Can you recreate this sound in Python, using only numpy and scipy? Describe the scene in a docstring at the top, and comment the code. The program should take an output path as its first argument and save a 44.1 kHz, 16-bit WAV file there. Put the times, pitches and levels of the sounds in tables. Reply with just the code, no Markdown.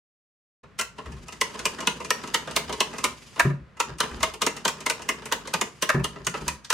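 """Metal toggles snap one after another in a small room, each ringing the wooden box they sit in on a desk.
A finger flips them on; a motor-driven arm travels inside the box, whirring and ticking, and flips them back.
Twice the lid claps shut and the box thuds. Springs, wood and box are noise and blows rung through resonances;
motor, gears and rolling carriage are swelling coloured noise. Walls, a near surface and quiet air surround it,
in stereo."""
import sys
import numpy as np
from scipy import signal
from scipy.fft import rfft, irfft, next_fast_len
from scipy.io import wavfile
from scipy.ndimage import map_coordinates

SR = 44100
rng = np.random.default_rng(int(sys.argv[2]) if len(sys.argv) > 2 else 0)


def inscribe(sig):
    """Save sig as 16-bit PCM at rate SR to the path in sys.argv[1].

    A 1-D sig is mono; a 2-D sig holds one channel per row.
    Samples are clipped to [-1, 1] before scaling.
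    """
    pcm = np.round(np.clip(np.atleast_2d(sig).T, -1, 1) * 32767)
    wavfile.write(sys.argv[1], SR, pcm.astype(np.int16))


N = 296793  # samples


def amp(db):
    """Decibels to gain."""
    return 10 ** (np.asarray(db) / 20)


def unit(x):
    """Scaled to rms 1."""
    return x / np.sqrt(np.mean(x ** 2) + 1e-20)


def along(points, hz):
    """(Hz, value) points read on a log axis."""
    f, v = np.transpose(points)
    return np.interp(np.log(hz + 1), np.log(f + 1), v)


def filtered(x, response):
    """x times a complex response of frequency, padded so that ringing does not wrap round."""
    n = x.shape[-1]
    padded = next_fast_len(n + 8192)
    return irfft(rfft(x, padded) * response(np.fft.rfftfreq(padded, 1 / SR)), padded)[..., :n]


def resonances(modes, f):
    """Causal response of (Hz, width, dB) modes, alternating in sign."""
    total = 0
    for k, (centre, width, db) in enumerate(modes):
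        total = total + (-1) ** k * amp(db) * 1j * f * width / (centre * centre - f * f + 1j * f * width)
    return total


def pair(n, side):
    """Stereo white noise with a given side share."""
    mid, wide = rng.standard_normal((2, n))
    return np.array([mid + side * wide, mid - side * wide])


def rush(spectrum, side):
    """Coloured stereo noise of rms 1."""
    return unit(filtered(pair(N, side), lambda f: amp(along(spectrum, f))))


def wobble(rate):
    """A smooth random curve, rate knots a second."""
    knots = rng.standard_normal(int(N * rate / SR) + 4)
    return map_coordinates(knots, [np.arange(N) * rate / SR])


def add(track, s, sound):
    """Mix a sound into the track at time s."""
    part = track[:, max(round(s * SR), 0):]
    part[:, :sound.shape[-1]] += sound[..., :part.shape[-1]]


def spells(rows, rise_s, fall_s):
    """Gain over time of (start, end, dB) spells: a rise, a hold and an exponential fall."""
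    t = np.arange(N) / SR
    gains = []
    for start, end, db in rows:
        rise = np.clip((t - start) / rise_s, 0, 1)
        fall = np.exp(-np.clip((t - end) / fall_s, 0, 20))
        gains.append(amp(db) * rise * fall)
    return np.max(gains, axis=0)


# Quiet air of the room, its colour only. Each row: frequency in Hz, relative level in dB.
AIR = [(15, -39.5), (25, -33), (139, -3), (231, -12.5), (373, -23.5), (450, -18), (903, -25), (1090, -18.5),
       (1960, -24), (8320, -47), (15000, -65)]


def air():
    """Steady broadband noise, strongest in the low mids, fills the room."""
    return amp(-54.5) * rush(AIR, side=0.51)


# Reflection from a surface close by. Each row: frequency in Hz, gain in dB.
NEAR_WALL = [(300, -23), (1000, -11.5), (2500, -32), (9000, -23)]
NEAR_DELAY_S = .0075


def near_surface(hits):
    """One late, weaker copy of the hits, strongest around 1 kHz."""
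    return filtered(hits, lambda f: amp(along(NEAR_WALL, f)) * np.exp(-2j * np.pi * f * NEAR_DELAY_S))


# How long the room rings. Each row: frequency in Hz, time to fall 60 dB in seconds.
ROOM = [(100, 0.29), (260, 0.35), (700, 0.32), (2000, 0.26), (5000, 0.27), (13000, 0.21)]
# How wide the room sounds. Each row: frequency in Hz, side share of the stereo.
SPREAD = [(130, 0.1), (400, 0.38), (2000, 0.78), (12000, 0.98)]


def room(x):
    """Diffuse answer of the walls, wider in the treble; the noise tail is redrawn every third of a second."""
    out, hop = np.zeros((2, N)), SR // 3
    for start in range(0, N, hop):
        hz, t, z = signal.stft(rng.standard_normal((2, SR // 2)), SR, nperseg=256)
        z = z * amp(-60 * t / along(ROOM, hz)[:, None]) * (1 - np.exp(-t / 0.0026))
        spread = np.array([z[0], z[1] * along(SPREAD, hz)[:, None]])
        tail = signal.istft(spread, SR, nperseg=256)[1]
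        mid, side = tail / np.linalg.norm(tail[0])
        source = x.mean(0)[None, start:start + hop]
        add(out, start / SR, signal.fftconvolve(source, [mid + side, mid - side], axes=1))
    return out


# Spells in which the box rocks: lurches of the carriage, and the box swaying after the heavy thuds. Each row:
# start in seconds, end in seconds, rumble in relative dB.
RUMBLES = [(1.05, 1.17, -38.5), (2.52, 2.80, -47.5), (3.42, 3.48, -38), (3.56, 3.63, -46),
           (3.88, 3.95, -43), (4.10, 4.24, -37), (5.93, 6.00, -36.5), (6.04, 6.09, -44), (6.19, 6.24, -47),
           (6.40, 6.48, -38)]
RUMBLE_RISE_S, SETTLE_S = 0.025, 0.055  # rise time and dying time constant
ROLL_DB = -13  # rumble of the rolling carriage, relative to the motor gain
IDLE_DB = -61.5  # steady rumble of the box, added to the rolling


def carriage(motor_gain):
    """The moving carriage or a heavy thud rocks the box at its lowest resonance and bumps the hollow above it."""
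    t = np.arange(N) / SR
    rolling = amp(ROLL_DB) * motor_gain + amp(IDLE_DB)
    rocking = np.maximum(spells(RUMBLES, RUMBLE_RISE_S, SETTLE_S), rolling)
    sway = np.sqrt(2) * np.sin(2 * np.pi * 64.5 * t + 2.0 * wobble(14))

    def low_box(f):
        return resonances([(61.0, 20, 0)], f) * resonances([(66, 300, 0)], f)

    def hollow(f):
        return resonances([(144.0, 29, -2.5), (222, 28, -6.5), (322, 99, -8.5)], f) / (1 + (f / 500) ** 4)

    rumble = unit(filtered(pair(N, side=0.24), low_box))
    bumps = unit(filtered(pair(N, side=0.14) * amp(2.3 * wobble(45)), hollow))
    return rocking * (0.68 * sway + .5 * rumble + 0.36 * bumps) * amp([[.9], [-.9]])  # leans left


# Runs of the drive: lifting the lid, working along the row, withdrawing, racing to the far end, chasing
# the finger. Each row: start in seconds, end in seconds, motor in relative dB, gear hiss in relative dB.
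RUNS = [(0.957, 1.406, -58.5, -50), (1.406, 3.118, -47.5, -42.5), (3.13, 3.467, -60.5, -44),
        (3.845, 3.92, -48, -54), (4.003, 4.287, -45.5, -42), (4.383, 5.653, -50.5, -49.5),
        (5.65, 5.856, -66, -48.5), (6, 6.22, -55, -52), (6.347, 6.509, -44.5, -40.5)]
SPIN_UP_S, RUN_DOWN_S = 0.019, 0.038  # rise time and dying time constant
# The motor eases off as the arm meets a toggle: depth, delay after the touch, half width.
EASE_DB, EASE_LAG_S, EASE_S = 1.5, 0.059, 0.023


def effort():
    """Gains of motor and gears as the drive starts and stops; the motor also eases off at each toggle."""
    t = np.arange(N) / SR
    easing = sum(np.exp(-((t - s - EASE_LAG_S) / EASE_S) ** 2) for s, *_ in STROKES)
    motor = spells([(start, end, db) for start, end, db, _ in RUNS], SPIN_UP_S, RUN_DOWN_S)
    gears = spells([(start, end, db) for start, end, _, db in RUNS], SPIN_UP_S, RUN_DOWN_S)
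    return motor * amp(-EASE_DB * easing), gears


# Low resonances of the hollow box. Each row: frequency in Hz, width in Hz, relative level in dB.
HOLLOW = [(151.2, 4.1, 3), (177, 11, -4.5), (229, 31, -2.5), (397, 35, -9.5)]
# Colour of the motor's whir. Each row: frequency in Hz, relative level in dB.
WHIR = [(59, -32), (100, -13), (129, -7.5), (242, -2.5), (312, -15.5), (386, -3), (472, -4.5), (713, -12),
        (799, -9), (975, -5.5), (1110, -8), (1880, -10.5), (2040, -42), (2260, -18), (3000, -15.5),
        (3900, -26), (6600, -120)]
# Colour of the gear hiss. Each row: frequency in Hz, relative level in dB.
GEARS = [(1180, -37.5), (2000, -2.5), (2460, -2), (3100, -7), (6580, -5.5), (9930, -17.5), (10900, -14.5),
         (13500, -28.5), (14200, -28.5), (15500, -67)]
# Ringing gear parts. Each row: frequency in Hz, width in Hz, relative level in dB.
WHINE = [(2950, 380, 0.5), (4860, 90, 4), (6280, 60, -9), (6950, 54, 2), (7800, 60, -2.5), (8960, 60, -1),
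         (10600, 71, -3.5)]
SCRAPE_DB, SCRAPE_PER_S = 2, 70  # unevenness of the gear sound: depth and knots a second


def drive(motor_gain, gear_gain):
    """The motor whirs in the hollow box; the gears hiss and sing; whir and gears swell once a turn."""
    t = np.arange(N) / SR
    hollow = unit(filtered(pair(N, side=0.096), lambda f: resonances(HOLLOW, f)))
    turn = np.sin(2 * np.pi * 22 * t + wobble(10.0))  # about 22 turns a second
    whir = amp(-1.0 + 3.9 * turn + 0.9 * wobble(91)) * rush(WHIR, side=0.46)
    motor = whir + amp(-2.0) * hollow
    whine = unit(filtered(pair(N, side=0.26), lambda f: resonances(WHINE, f)))
    swell = amp(-12.0 + 2.1 * turn + SCRAPE_DB * wobble(SCRAPE_PER_S))
    gears = swell * (rush(GEARS, side=0.62) + 0.61 * whine)
    return motor_gain * motor + gear_gain * gears


# The wooden switch panel. Each row: frequency in Hz, width in Hz, relative level in dB.
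PANEL = [(195, 87, -2), (437.5, 82, 2), (639.4, 62, 1.5), (933, 267, -3), (1030, 113, 2), (1264, 59, -4),
         (1410, 67, -7.5), (1705, 49, -14), (1839, 64, -3.5), (1903, 336, -1.5), (2120, 160, 0),
         (2430, 213, -4), (2822, 300, 2), (2990, 300, -5.5), (3250, 650, -15.5), (4120, 1800, 3),
         (6500, 2310, 10), (6560, 45, -18), (8170, 670, 1), (11100, 7100, -5.5)]


def rattle(motor_gain):
    """Loose linkage taps the wood dully at random, harder while the motor works."""
    t = np.arange(SR // 100) / SR
    taps = (rng.random(N) < 55 / SR) * amp(12 * rng.uniform(-1.4, 1, N))  # about 55 a second
    tap = pair(SR // 100, side=0.71) * np.exp(-t / 0.0013)
    excite = signal.fftconvolve(taps[None], tap, axes=1)[:, :N]
    wood = unit(filtered(excite, lambda f: resonances(PANEL, f) / (1 + (f / 3200) ** 4)))
    return amp(-4.0) * motor_gain * wood


def spot(modes, scatter_db):
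    """Each place on a board favours other modes."""
    return [(hz, width, db + scatter_db * rng.standard_normal()) for hz, width, db in modes]


# Bands of a contact, low to treble. Each row: low edge in Hz, high edge in Hz, chatter rise in seconds and
# chatter time to fall 60 dB in seconds (both at length 1), side share of the stereo.
BANDS = [(173, 620, 0.00065, 0.1, 0.4), (814, 1634, 0.0035, 0.044, 0.36), (1710, 3320, 0.0007, 0.066, 0.39),
         (3650, 16700, 0.000096, 0.052, 0.6)]
GRID = np.fft.rfftfreq(8192, 1 / SR)  # Hz
OCTAVES = np.log2([np.sqrt(lo * hi) / 2000 for lo, hi, *_ in BANDS])  # band centres from 2 kHz


def band_edges(lo, hi):
    """Complex response of one band on the frequency grid."""
    sos = signal.butter(3, [lo, hi], "band", fs=SR, output="sos")
    return signal.sosfreqz(sos, GRID, fs=SR)[1]


EDGES = np.array([band_edges(lo, hi) for lo, hi, *_ in BANDS])


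def body(modes):
    """A wooden part's response, split into the bands of a contact."""
    return resonances(modes, GRID) * EDGES


def contact(wood, levels, length, crack, slide_db, size=8192):
    """A rising slide, one sharp blow and dying chatter excite the wood; the blow falls 10 ms in."""
    lead = SR // 100
    t = (np.arange(size) - lead) / SR
    after = np.maximum(t, 0)
    slide = amp(slide_db) * np.exp(-np.abs(t) / (0.003 * length)) * (t < 0)
    blow = crack * (t == 0)
    sound = np.zeros((2, size))
    for response, db, (_, _, rise, t60, side) in zip(wood, levels, BANDS):
        chatter = (1 - np.exp(-after / (rise * length))) * amp(-60 * after / (t60 * length))
        ring = irfft(rfft((chatter + slide) * pair(size, side) + blow) * response)
        loudness = np.sqrt(np.mean(ring[:, lead:3 * lead] ** 2))  # first 20 ms from the blow
        sound += amp(db) * ring / loudness
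    return sound


# The arm landing, rebounding or jolting the box. Each row: start in seconds, boom and knock in relative dB.
THUDS = [(1.082, -35.5, -58), (1.14, -42, -75), (1.22, -42, -78), (3.451, -13.5, -41.5),
         (3.5006, -25, -45.5), (3.895, -34, -51.5), (5.946, -13.5, -35.5), (5.9964, -26, -43),
         (6.205, -36.5, -57), (6.274, -29, -60), (6.348, -57, -43)]
# The box on the desk. Each row: frequency in Hz, relative level in dB, time to fall 60 dB in seconds.
BOOM = [(66, -30, 0.47), (139.1, -1, 0.19), (172.5, -6.5, 0.31), (233, -6, 0.11), (378.5, -2, 0.077)]
# The wooden lid. Each row: frequency in Hz, width in Hz, relative level in dB.
LID = [(418, 360, -10.5), (604, 57, 5.5), (993, 90.5, 14), (1243, 139, 11), (1426, 23, 10.5),
       (1599, 113, 0.5), (1820, 179, -2.5), (2255, 224, -12), (2695, 210, -14), (3950, 1300, -29),
       (5870, 2100, -32), (10800, 5000, -41)]


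def thuds():
    """The arm's weight sets the whole box booming, with a dull knock on top."""
    out, wood, t = np.zeros((2, N)), body(LID), np.arange(SR // 2) / SR
    for s, boom_db, knock_db in THUDS:
        ring = sum(amp(db - 60 * t / t60) * np.sin(2 * np.pi * hz * t) for hz, db, t60 in BOOM)
        add(out, s, amp(boom_db + 0.5) * ring * (1 - np.exp(-t / 0.0039)))
        levels = knock_db + np.array([1.5, 2.5, 3, -9.5])
        add(out, s - 1 / 100, contact(wood, levels, length=1.02, crack=0.55, slide_db=-2))
    return out * amp([[.6], [-.6]])  # leans left


# The lid falling shut and bouncing. Each row: start in seconds, relative level in dB.
CLAPS = [(3.3964, -24), (3.4036, -27), (5.892, -26.5), (5.900, -29)]
# Colour of a clap: the low, mid, bright and treble bands, each in dB.
CLAP_COLOUR = (-6, -2, 2.5, -2)


def lid():
    """The lid's edge claps on the panel and rings the lid's own wood."""
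    out, wood = np.zeros((2, N)), body(LID)
    for s, db in CLAPS:
        levels = db + np.array(CLAP_COLOUR)
        add(out, s - 1 / 100, contact(wood, levels, length=0.6, crack=6.3, slide_db=-5.5))
    return out * amp(4.0)


# Strokes of the arm, which touches a toggle, throws it and drops back.
# Each row: touch in seconds, touch level in relative dB, landing level in relative dB.
STROKES = [(1.324, -43, -37.5), (1.592, -36.5, -35.5), (1.805, -36.5, -34), (2.047, -39, -35.5),
           (2.275, -42, -34), (2.51, -40.5, -30.5), (2.726, -34, -36.5), (2.983, -36, -62),
           (4.338, -40.5, -50), (4.566, -39.5, -48), (4.805, -41.5, -41), (5.02, -42, -43),
           (5.256, -38, -41.5), (5.474, -38.5, -46)]
# Colours of a touch and a landing: the low, mid, bright and treble bands, each in dB.
TOUCH_COLOUR = (-3, -1, 0, 1)
LANDING_COLOUR = (-1.5, -0.5, -6.5, -11)
RETURN_S = .131  # from the snap until the arm lands on its rest


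def arm_contacts():
    """(s, band levels) of each stroke: a bright touch, then a dull landing a fixed time after the toggle snaps."""
    contacts = []
    for s, touch_db, landing_db in STROKES:
        snap_s = min(row[0] for row in SNAPS if row[0] > s)
        contacts.append((s, touch_db + np.array(TOUCH_COLOUR)))
        contacts.append((snap_s + RETURN_S, landing_db + np.array(LANDING_COLOUR)))
    return contacts


# Stray knocks of lid, linkage and finger.
# Each row: start in seconds, relative level in dB, tilt in dB per octave.
KNOCKS = [(0.634, -54, -1.5), (0.984, -40.5, -1.3), (1.058, -46, 0), (1.12, -49, 2.5), (1.167, -55.5, 2),
          (1.283, -40.5, 3.5), (1.826, -42, -3), (3.36, -43, 0.5), (3.377, -44, -2.5), (3.77, -50, 1.5),
          (3.985, -44.5, 6.5), (4.032, -33, -0.5), (4.112, -44.5, 1), (4.205, -39, 2.5), (5.316, -32, 0),
          (6.159, -46, -3), (6.248, -51, 9), (6.341, -34, -0.5), (6.647, -46.5, 7.5)]
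# Colour of a knock: the low, mid, bright and treble bands, each in dB.
KNOCK_COLOUR = (-1.5, 3.5, -2, -9)


def ticks():
    """Softer, longer scuffs as the arm, the lid or the finger meets toggle and wood."""
    out = np.zeros((2, N))
    stray = [(s, db + np.array(KNOCK_COLOUR) + tilt * OCTAVES) for s, db, tilt in KNOCKS]
    for s, levels in arm_contacts() + stray:
        wood = body(spot(PANEL, scatter_db=3.0))
        add(out, s - 1 / 100, contact(wood, levels, length=1.22, crack=4.4, slide_db=-12.5))
    return filtered(out, lambda f: amp(-1.5) / (1 + (f / 12500) ** 4))  # the very top is rolled off


def ping(hz, t60):
    """The steel contact's own very short ring, with a bright click on its front."""
    t = np.arange(SR // 50) / SR
    bright = signal.butter(2, [2500, 8500], "band", fs=SR, output="sos")
    click = signal.sosfilt(bright, pair(len(t), side=0.43) * np.exp(-t / 0.00063))
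    ring = np.sin(2 * np.pi * hz * t) * amp(-60 * t / t60) * (1 - np.exp(-t / 0.00015))
    return ring + 1.2 * click


# Toggles snapping over. Each row: start in seconds, relative level in dB, tilt in dB per octave,
# chatter length (1 = usual), panel ring in Hz, ring boost in dB, steel ping in Hz.
SNAPS = [(0.7893, -35, 0.7, 1.07, 2390, 3, 5600), (0.796, -35, 2, 1.1, 1410, 6.5, 5400),
         (0.812, -34, 1.7, 1, 2740, 1, 4130), (1.4126, -25.5, 0, 0.83, 2860, 3.5, 6280),
         (1.655, -26, 0.3, 1.02, 2490, 1, 4780), (1.8723, -25.5, -0.8, 0.77, 2600, 4, 6160),
         (2.1055, -26.5, -0.5, 0.59, 1830, 5.5, 5680), (2.343, -25.5, 0.6, 0.98, 2230, 4, 6840),
         (2.5633, -24, 0.5, 1.08, 2130, -0.5, 4150), (2.8047, -23.5, -0.5, 0.9, 2960, 2.5, 4070),
         (3.0414, -25, .5, 1.09, 1200, 2.5, 3960), (3.8014, -27.5, 0, 0.87, 1300, 5, 7000),
         (4.004, -26.5, -0.1, 0.78, 1250, 4, 4130), (4.2299, -24, -0.4, 1.04, 947, 2, 3700),
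         (4.418, -26, 0.1, 1.2, 1240, 0.5, 6050), (4.4652, -24, -1.1, 0.85, 1270, -3, 6640),
         (4.652, -26, -1, 0.83, 1220, 1.5, 7400), (4.6791, -29, 1.5, 1.1, 930, 2.5, 7300),
         (4.863, -29.5, 0, .84, 2100, 5, 6030), (4.899, -26, 0.4, 1.04, 1030, -2, 4480),
         (5.0896, -28, 0, 0.96, 2160, 5, 5570), (5.3236, -28.5, 0.8, 0.86, 960, 3, 6700),
         (5.538, -27, -0.5, 0.92, 1230, 2.5, 6250), (5.6129, -26.5, -1, 0.8, 2100, -0.5, 7050),
         (5.8231, -24.5, -0.5, 1.16, 1244, -4, 5870), (6.0426, -29.5, -.1, 1.09, 2420, 0.5, 3880),
         (6.268, -28.5, 0.5, 0.81, 1210, 1, 6700), (6.4806, -31.5, 2.2, 0.86, 1240, 4, 6630),
         (6.703, -29, 1.5, 0.86, 1210, 4.5, 6000), (6.7265, -29, 0, 1.5, 1500, 7, 6400)]
# Colour of a snap: the low, mid, bright and treble bands, each in dB.
SNAP_COLOUR = (-6, -0.5, 0, -1.5)
RING_OCTAVES = 0.89  # reach of a toggle's favoured ring into the nearby bands


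def switches():
    """Each toggle's spring throws its contact over and shakes the panel; short chatter pings hardest."""
    out = np.zeros((2, N))
    for s, db, tilt, length, ring_hz, ring_db, ping_hz in SNAPS:
        apart = OCTAVES - np.log2(ring_hz / 2000)
        favoured = ring_db * np.exp(-(apart / RING_OCTAVES) ** 2)
        levels = db + np.array(SNAP_COLOUR) + tilt * OCTAVES + favoured
        wood = body(spot(PANEL, scatter_db=2.74) + [(ring_hz, 150, 3)])
        add(out, s - 1 / 100, contact(wood, levels, length, crack=2.9, slide_db=-11.0))
        add(out, s, amp(levels[-1] + 11.5) / length ** 2.5 * ping(ping_hz, t60=0.0088))
    return out * amp(0.5)


def scene():
    """The box, its reflection from a near surface, the room and its quiet air."""
    motor_gain, gear_gain = effort()
    snaps, claps, booms = switches(), lid(), thuds()
    knocks = ticks() + rattle(motor_gain)
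    hits = snaps + knocks + claps
    walls = room(amp(-10.5) * snaps + amp(-9.0) * knocks + amp(-10.5) * claps + amp(-6.5) * booms)
    machine = carriage(motor_gain) + amp(1.5) * drive(motor_gain, gear_gain)
    return amp(-0.95) * (hits + near_surface(hits)) + booms + walls + machine + air()


START_S, TOP_HZ = .63, 15900  # the sound begins; the band limit


def record(dry):
    """Silence before the start, a short fade in, and a steep cut above the band limit."""
    opened = np.clip((np.arange(N) / SR - START_S) / 0.011, 0, 1)
    return filtered(dry * opened, lambda f: 1 / (1 + (f / TOP_HZ) ** 120))


dry = scene()
out = record(dry)
inscribe(out)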